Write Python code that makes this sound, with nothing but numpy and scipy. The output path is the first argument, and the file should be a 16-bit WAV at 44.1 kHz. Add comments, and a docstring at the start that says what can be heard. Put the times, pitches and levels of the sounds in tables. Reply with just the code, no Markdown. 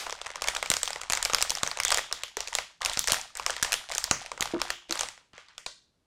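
"""A stiff metallised plastic bag is turned over and opened by hand, close up in a small room.
Its creases buckle in sharp snaps over a fine rustle of wrinkles; whole panels flop with a puff of air,
some snaps leave a ringing tail, and the seal parts with a hollow pop. The circuit board from inside
knocks down on a covered table; the bag, laid aside, slides to rest and gives a last double snap."""
import sys
import numpy as np
from scipy import signal
from scipy.fft import rfft, irfft, next_fast_len
from scipy.io import wavfile

SR = 44100
rng = np.random.default_rng(int(sys.argv[2]) if len(sys.argv) > 2 else 0)


def master(y):
    """Save y as 16-bit WAV."""
    cut = np.clip(np.atleast_2d(y).T, -1, 1)
    pcm = np.round(cut * 32767)  # scale
    wavfile.write(sys.argv[1], SR, pcm.astype(np.int16))


N = 267241
TIME = np.arange(N) / SR
BRIEF = TIME[:768]  # time axis of one snap

# the big creases that buckle: (time [s], relative level [dB], facet ring [Hz], brightness [dB/octave])
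CREASES = [(0.0661, -24.5, 980, -5.5), (0.0963, -25.0, 1220, -2.0), (0.1071, -29.5, 5500, 2),
           (0.1253, -22.5, 5800, -3.5), (0.215, -26, 3600, -3), (0.2615, -28, 2540, -2.5),
           (0.2662, -25.5, 1870, -1.0), (0.3033, -29.5, 2160, -2.5), (0.3574, -24.5, 1040, -1),
           (0.4202, -19.0, 1140, 0.5), (0.4414, -23, 2240, 2), (0.4741, -21.5, 3360, 2),
           (0.4844, -13.5, 2270, 0.5), (0.55, -23, 3100, 2.5), (0.5636, -21, 2440, -6),
           (0.567, -21.5, 3800, 4), (0.6269, -17, 2080, -2.5), (0.6595, -24.5, 2360, 0.5),
           (0.7016, -11, 7420, 3), (0.7154, -13.5, 2040, 0.5), (0.7385, -16.0, 5400, -0.5),
           (0.7674, -17.5, 7000, 0.5), (0.8315, -14.5, 7950, 0.5), (0.8564, -27.5, 3570, 9),
           (0.8763, -20.0, 3230, -1.5), (0.905, -23, 796, -0.5), (0.9311, -24.5, 5030, 0),
           (0.9591, -24.5, 1950, -4.0), (1.0145, -25.5, 1300, 1.0), (1.034, -29, 2100, -1),
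           (1.0994, -16.5, 7000, -1), (1.106, -21.5, 2540, -2), (1.1221, -16, 1950, 2.5),
           (1.1339, -13.5, 6860, -1), (1.151, -21.5, 7000, 3), (1.173, -18.5, 2100, 0),
           (1.2271, -16, 8130, 3), (1.2507, -15.0, 5200, 3.5), (1.2559, -17.5, 2300, -2),
           (1.2981, -20, 1190, -3), (1.3342, -15, 6450, -2.5), (1.3468, -9.5, 5100, 0.0),
           (1.384, -20, 2270, 0), (1.408, -23, 804, -1), (1.4156, -18.0, 5100, 1.5),
           (1.4247, -11, 8010, 2.0), (1.4963, -19.5, 5300, 3.5), (1.5046, -14.5, 6200, 2.5),
           (1.5518, -21, 5440, 2.5), (1.5719, -25, 800, -0.5), (1.5845, -27, 3800, 0.5),
           (1.6326, -13, 7100, -2), (1.664, -23.5, 2230, -1.5), (1.675, -19, 6160, -0.5),
           (1.714, -21, 4540, -1.5), (1.7725, -23.5, 980, 0), (1.7874, -26, 6400, -4),
           (1.8007, -14.5, 2180, 0), (1.8343, -20, 5660, 6), (1.8499, -13, 6300, 1.5),
           (1.8816, -19, 6900, 2), (1.9045, -16, 2020, 1.5), (1.9186, -14, 7920, -3.5),
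           (1.9233, -13, 5250, -2), (1.9447, -14, 7300, 2), (1.9733, -16, 7300, -1.5),
           (1.9833, -17.5, 1900, -0.5), (1.9907, -20, 1900, -4), (2.1129, -29.5, 2600, -6),
           (2.126, -16.5, 5150, 0.5), (2.2349, -21, 3180, 1.5), (2.369, -20.5, 920, 1.5),
           (2.4052, -20.5, 5700, 0.5), (2.474, -25.5, 2500, 3.0), (2.4828, -28, 6660, -0.5),
           (2.5296, -26.5, 2000, -1.5), (2.5515, -14, 6840, 1), (2.5858, -16.5, 2190, -3),
           (2.8182, -22, 1880, -1), (2.8492, -16.5, 5350, 1), (2.8593, -15.0, 2770, 0.5),
           (2.897, -21.5, 4160, 0), (2.9335, -24.5, 3500, 8), (2.973, -17.5, 5160, -0.5),
           (2.9923, -13, 6040, 6.5), (3.0415, -23.5, 6130, 0.5), (3.0737, -17.5, 1870, 4),
           (3.084, -16.5, 5400, -1), (3.1199, -10.5, 3280, 4.5), (3.1431, -19, 1800, -0.5),
           (3.2134, -27.5, 5840, 3.5), (3.353, -30, 7500, 0.5), (3.3714, -27, 7650, 16.5),
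           (3.397, -21.5, 980, -3), (3.4634, -14, 5500, -1.5), (3.497, -19, 1740, -5.5),
           (3.5047, -20.0, 6260, -1.0), (3.565, -25, 1890, 0.5), (3.6268, -13.0, 1670, 1.5),
           (3.631, -15.0, 5900, 3.5), (3.6471, -19.0, 1780, -1), (3.7212, -16, 2500, 2.5),
           (3.7295, -14.5, 2530, 1.5), (3.7399, -15, 2920, 1), (3.9019, -29, 800, -5),
           (3.9206, -23.5, 1180, 2), (3.9501, -20.5, 6100, 5.5), (3.9812, -15.0, 6600, 2),
           (4.041, -16, 5260, 4.5), (4.1116, -9, 6700, -2.5), (4.2612, -29.5, 2550, 0),
           (4.3168, -23, 1000, -3), (4.3766, -30.5, 2000, -3), (4.408, -16.5, 6700, 3),
           (4.4193, -24, 2220, -4.5), (4.4244, -16, 2030, 1.0), (4.4566, -23, 885, -2.5),
           (4.6164, -15, 5100, -2.5), (4.7031, -16.5, 1840, 0.5), (4.909, -19, 6170, -1),
           (4.9242, -17.5, 4230, 2.0), (4.9549, -25, 7850, -3.5), (4.975, -27.5, 4200, 4),
           (4.9921, -22, 6300, 1.5), (4.995, -23, 3700, 1.0), (5.0092, -16.0, 6860, -0.5),
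           (5.0327, -22, 790, -1), (5.0865, -28, 1970, 2), (5.177, -41.5, 1970, -2.5),
           (5.3331, -45, 2900, -3.0), (5.3794, -35.5, 2110, -3), (5.485, -45.5, 4600, -1),
           (5.5798, -29.5, 3484, 1.5), (5.6622, -26, 4200, -1), (5.6647, -26, 3900, -0.5)]


def undb(db):
    """Decibels to gain."""
    return 10 ** (np.asarray(db) / 20)


def add(out, s, sound):
    """Mix a sound in at time s."""
    i = int(np.clip(round(s * SR), 0, N - 1))
    out[i:i + len(sound)] += sound[:N - i]


def fade(t, t60):
    """Exponential decay by 60 dB in t60 seconds."""
    return np.exp(-np.log(1000) * t / t60)


def band(x, lo_hz, hi_hz, order=2):
    """Causal band-pass along the last axis."""
    edges_hz = [lo_hz, min(hi_hz, SR / 2 - 1)]
    return signal.sosfilt(signal.butter(order, edges_hz, "band", fs=SR, output="sos"), x)


def unit_rms(x):
    """Scale to rms 1."""
    return x / np.sqrt(np.mean(x ** 2))


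def unit_click(x):
    """Scale each row to the energy of one millisecond at full level."""
    return x / np.sqrt(np.sum(x ** 2, axis=-1, keepdims=True) * 1000 / SR + 1e-18)


def still_air(level_db=-75):
    """Room tone: the still air is a faint, dark bed of noise."""
    # its spectrum: (frequency [Hz], relative density [dB])
    spectrum = [(15, -35), (25, -5), (80, 0), (405, -8), (1560, -18), (1790, -21), (3920, -20),
                (11300, -30), (16000, -49)]
    hz, db = np.transpose(spectrum)
    size = next_fast_len(N)
    f = np.linspace(1, SR / 2, size // 2 + 1)
    shape = undb(np.interp(np.log(f), np.log(hz), db))
    noise = rfft(rng.standard_normal(N), size)
    return undb(level_db) * unit_rms(irfft(noise * shape, size)[:N])


def opening_echo(db=-35, t60=0.38):
    """The room is still ringing from a crinkle a moment earlier."""
    return undb(db) * unit_rms(band(rng.standard_normal(N), 480, 6400)) * fade(TIME, t60)


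def room_response(build_s=0.0098, early_db=-12, early_t60=0.032):
    """Table and body scatter the sound at once; the walls answer a little later and die away quickly."""
    # reverb tail off the walls: (frequency [Hz], relative level [dB], t60 [s])
    tail_bands = [(154, 6.5, 0.31), (412, 1.5, 0.25), (800, 2.5, 0.16), (1980, 1.5, 0.34), (4300, 0, 0.38),
                  (6900, -1.5, 0.36), (9700, -1, 0.31), (15000, 4.5, 0.2)]
    hz, db, t60 = np.transpose(tail_bands)
    t = TIME[:SR // 2]
    f = np.linspace(1, SR / 2, len(t) // 2 + 1)
    noise = rfft(rng.standard_normal(len(t)))
    tail = 0
    for share, gain, decay in zip(np.eye(len(hz)), undb(db), t60):
        part = irfft(noise * np.interp(np.log(f), np.log(hz), share), len(t))
        tail = tail + gain * part * fade(t, decay)
    tail = tail * (1 - np.exp(-(t / build_s) ** 2))
    early = rng.standard_normal(len(t)) * fade(t, early_t60) * (1 - np.exp(-(t / 0.0037) ** 2))
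    return tail / np.linalg.norm(tail) + undb(early_db) * early / np.linalg.norm(early)


def effort(moves, grip_s=0.0099, settle_t60=0.38):
    """Envelope of a run of moves: each takes hold quickly, lasts its length, then the film settles."""
    power = np.zeros(N)
    for s, length, db in moves:
        attack = np.clip((TIME - s) / grip_s, 0, 1)
        release = fade(np.maximum(TIME - s - length, 0), settle_t60)
        power += (undb(db) * attack * release) ** 2
    return np.sqrt(power)


def wrinkles(count, lo_hz, hi_hz, cycles, spread_db):
    """Countless tiny wrinkles tick, each very briefly at its own pitch, most of them faint."""
    when, pitch, size, length = rng.random((count, 4)).T[:, :, None]
    t = BRIEF[:256]
    hz = lo_hz * (hi_hz / lo_hz) ** pitch
    age = t * hz / (cycles * (.5 + length))
    gain = undb(-spread_db * np.log(np.maximum(size, 1 / 20)))
    grains = gain * unit_click(age * np.exp(-age) * np.sin(2 * np.pi * hz * t))
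    places = (when * N).astype(int) + np.arange(len(t))
    ticks = np.bincount(places.ravel(), grains.ravel(), N)[:N]
    return unit_rms(band(ticks, lo_hz, 1.48 * hi_hz, order=3))


def finger_rustle(handling):
    """Soft and crisp wrinkles tick as the fingers work the film."""
    soft = wrinkles(count=1100, lo_hz=587, hi_hz=2052, cycles=0.69, spread_db=3.5)
    crisp = wrinkles(count=1600, lo_hz=1740, hi_hz=6500, cycles=0.17, spread_db=4.5)
    return (undb(-1.5) * soft + undb(-2.0) * crisp) * handling


def bag_wobble(handling, relative_db=-14.5):
    """The held bag wobbles: a low rumble that follows the handling."""
    return undb(relative_db) * unit_rms(band(rng.standard_normal(N), 20, 58)) * handling


def small_creases(handling, count=80, above_handling_db=13, spread_db=4.0, lo_hz=750, hi_hz=2600):
    """Weaker, hollower creases give way at random while the fingers work; rows like those of CREASES."""
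    when, pitch = rng.random((count, 2)).T
    size, tilt = rng.standard_normal((count, 2)).T
    s = (np.arange(count) + when) / count * TIME[-1]
    db = 20 * np.log10(np.interp(s, TIME, handling) + 1e-9) + above_handling_db + spread_db * size
    facet_hz = lo_hz * (hi_hz / lo_hz) ** pitch
    tilt_db = -3 + 3.0 * tilt
    return np.column_stack([s, db, facet_hz, tilt_db])


def burst(rise_s, flutter=0, flutter_s=1):
    """Snap envelope: a crease gives way in an instant; the film around it flutters a little longer."""
    age = BRIEF / rise_s
    return age * np.exp(1 - age) + flutter * np.exp(-BRIEF / flutter_s) * (1 - np.exp(-age))


def snaps(creases, rise_s, slowing, facet_db, facet_cycles, flutter=0, flutter_s=1):
    """Each snap is a burst of bending waves, slower in the lows, plus the ring of the flipped facet."""
    # bands of the bending waves: (low edge [Hz], high edge [Hz])
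    wave_bands = [(470, 1400), (1400, 3500), (3500, 8000), (7500, 10000), (8500, 14000)]
    # tone of an average snap in those bands: (centre [Hz], relative level [dB])
    tone = [(810, -10), (2200, -7.5), (5300, -5), (8700, -14.5), (11000, -18)]
    pivot_hz, treble_hz = 4000, 8000
    facet_lift_db = 4  # the band that holds the facet's ring stands out
    soft_db, treble_loss = -15, 0.77  # softer creases lose top treble, in dB per dB
    s, db, facet_hz, tilt_db = creases.T[:, :, None]
    noise = rng.standard_normal((len(s), len(wave_bands), len(BRIEF)))
    facet_rise_s = facet_cycles / np.maximum(facet_hz, 1500)  # large, low facets ring longer
    facet = unit_click(np.sin(2 * np.pi * facet_hz * BRIEF) * burst(facet_rise_s))
    sounds = 0
    for k, ((lo, hi), (centre_hz, band_db)) in enumerate(zip(wave_bands, tone)):
        slow = (treble_hz / hi) ** slowing
        envelope = burst(rise_s * slow, flutter, flutter_s * slow)
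        waves = unit_click(band(noise[:, k] * envelope, lo, hi, order=3))
        ringing = (lo <= facet_hz) & (facet_hz < hi)
        bright_db = tilt_db * np.log2(centre_hz / pivot_hz)
        dull_db = treble_loss * np.maximum(soft_db - db, 0) * (hi > treble_hz)
        gain = undb(band_db + bright_db + facet_lift_db * ringing - dull_db)
        sounds = sounds + gain * unit_click(waves + undb(facet_db) * facet * ringing)
    out = np.zeros(N)
    for start, sound in zip(s[:, 0], undb(db) * unit_click(sounds)):
        add(out, start, sound)
    return out


def bag_sway(typical_hz=36, t60=0.055, relative_db=-25.0):
    """Every big snap sets the whole bag swaying for a moment, deep in the bass."""
    out, t = np.zeros(N), TIME[:SR // 4]
    for s, db, _, _ in CREASES:
        hz = typical_hz * np.exp(0.42 * rng.standard_normal())
        add(out, s, undb(db + relative_db) * np.sin(2 * np.pi * hz * t) * fade(t, t60))
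    return out


def air_puffs(push_s=0.00057):
    """A flipping panel, or the bag landing softly on the table, sends out one low pulse of air."""
    # panels flipping, and the bag's soft landing: (time [s], peak level [dB])
    puffs = [(0.703, -24.5), (1.1006, -30.5), (1.334, -30), (1.503, -37), (1.632, -24.5), (2.554, -54),
             (2.972, -28.5), (3.122, -26.5), (3.627, -28), (4.111, -18), (4.407, -27.5), (5.337, -46),
             (5.666, -45)]
    out, t = np.zeros(N), TIME[:SR // 4]
    pulse = np.exp(-(t / push_s - 2) ** 2)
    puff = band(pulse, 41, 700, order=1)
    for s, db in puffs:
        add(out, s, undb(db) * puff / puff.max())
    return out


def ringing_tails():
    """A narrow band of ringing hangs on after some snaps."""
    # the tails: (time [s], centre [Hz], width [Hz], level [dB], t60 [s])
    tails = [(1.801, 2120, 300, -41.5, 0.49), (1.8497, 3400, 510, -34.5, 0.77),
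             (2.236, 3150, 600, -44, 0.32), (3.627, 1715, 350, -48, 1), (4.111, 6300, 900, -29, 0.24),
             (4.7045, 3130, 600, -46, 0.59), (5.663, 4110, 850, -48.5, 0.44)]
    out, t = np.zeros(N), TIME[:SR // 2]
    for s, hz, width_hz, db, t60 in tails:
        ring = unit_rms(band(rng.standard_normal(len(t)), hz - width_hz / 2, hz + width_hz / 2))
        add(out, s, undb(db) * ring * fade(t, t60))
    return out


def seal_pop(start_s=2.371, hz=430, db=-25, t60=0.041):
    """The seal parts and the pocket of air inside the bag gives one hollow note."""
    out, t = np.zeros(N), TIME[:SR // 8]
    attack = 1 - np.exp(-t * hz * 2)
    add(out, start_s, undb(db) * np.sin(2 * np.pi * hz * t) * attack * fade(t, t60))
    return out


def board_knocks(radiation_hz=230):
    """The board's edges land on the cloth: soft pushes into a table that radiates little bass."""
    # the board meets the table: (time [s], relative level [dB], contact time [s])
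    knocks = [(4.537, -21, 0.00094), (4.5518, -27, 0.0009), (4.5651, -24.5, 0.0017), (4.8973, -37, 0.00074),
              (4.9094, -34.5, 0.00066)]
    # modes of the table top: (frequency [Hz], relative level [dB], t60 [s])
    modes = [(144, -26.5, 0.074), (255, -23, 0.37), (338, 0, 0.097), (348.8, -20, 0.46), (427, -11, 0.05),
             (484, -2.5, 0.033), (637, -5, 0.1), (930, -8, 0.07)]
    out, t = np.zeros(N), TIME[:SR // 2]
    table = sum(undb(db) * np.sin(2 * np.pi * hz * t) * fade(t, t60) for hz, db, t60 in modes)
    for s, db, contact_s in knocks:
        push = np.sin(np.pi * np.minimum(BRIEF / contact_s, 1))
        add(out, s, undb(db) * signal.fftconvolve(table, push / push.sum()))
    return band(out, radiation_hz, 4000)


def bag_slide():
    """The bag slides to rest on the cloth in short brushes of dense, even ticks."""
    # slips on the cloth: (time [s], length [s], level [dB])
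    slides = [(5.33, 0.037, -55.5), (5.378, 0.016, -55), (5.48, .015, -58.5)]
    return wrinkles(count=6000, lo_hz=880, hi_hz=5420, cycles=0.22, spread_db=1.5) * effort(slides)


def scene():
    """Bag and board up close, with the room's reverb, over still air."""
    # moves of the fingers on the film: (time [s], length [s], level [dB])
    finger_moves = [(0, 0.12, -48), (.15, 0.3, -50.5), (.42, 0.068, -41), (.53, 0.52, -50),
                    (1.1, 0.36, -42), (1.5, 0.24, -48.5), (1.86, 0.092, -38.5), (2.04, 0.21, -53),
                    (2.37, 0.035, -45.5), (2.52, 0.033, -42), (2.805, 0.11, -38.5), (3.07, 0.028, -30),
                    (3.35, 0.31, -47.5), (3.63, .13, -45), (3.88, 0.072, -42), (3.98, 0.27, -48.5),
                    (4.39, 0.3, -45), (4.885, .015, -46), (4.905, 0.13, -45)]
    # reverb send, how much the bag radiates into the room as it is turned: (time [s], level [dB])
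    spill = [(0, -11.5), (.6, -8), (1.4, -10.5), (2.3, -8.5), (3.0, -7.5), (4.6, -9.5), (5.65, -6.5)]
    handling = effort(finger_moves)
    rustle = finger_rustle(handling)
    rumble = bag_wobble(handling)
    slide = bag_slide()
    large, small = np.array(CREASES), small_creases(handling)
    sharp = undb(0.58) * snaps(large, rise_s=0.00032, slowing=0.22, facet_db=1.5, facet_cycles=1.82,
                               flutter=0.28, flutter_s=0.0037)
    hollow = snaps(small, rise_s=0.00074, slowing=0.3, facet_db=15, facet_cycles=1.6)
    # summed over all directions the snaps lose their ripple: the room is fed with clean, smooth clicks
    clicks = snaps(np.vstack([large, small]), rise_s=0.5 / SR, slowing=0, facet_db=-9, facet_cycles=0.28)
    thuds = bag_sway() + air_puffs() + seal_pop() + board_knocks()
    send_gain = undb(np.interp(TIME, *np.transpose(spill)))
    send = send_gain * (clicks + rustle + slide) + undb(-18.0) * thuds
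    reverb = signal.fftconvolve(send, room_response())[:N] + opening_echo()
    air = still_air()
    return (sharp + hollow + rustle + rumble + slide + thuds + ringing_tails() + reverb + air)[None]


def record(dry, top_hz=16300):
    """A steep low-pass cuts the very top."""
    return signal.sosfilt(signal.ellip(8, .2, 70, top_hz, fs=SR, output="sos"), dry)


dry = scene()
out = record(dry)
master(out)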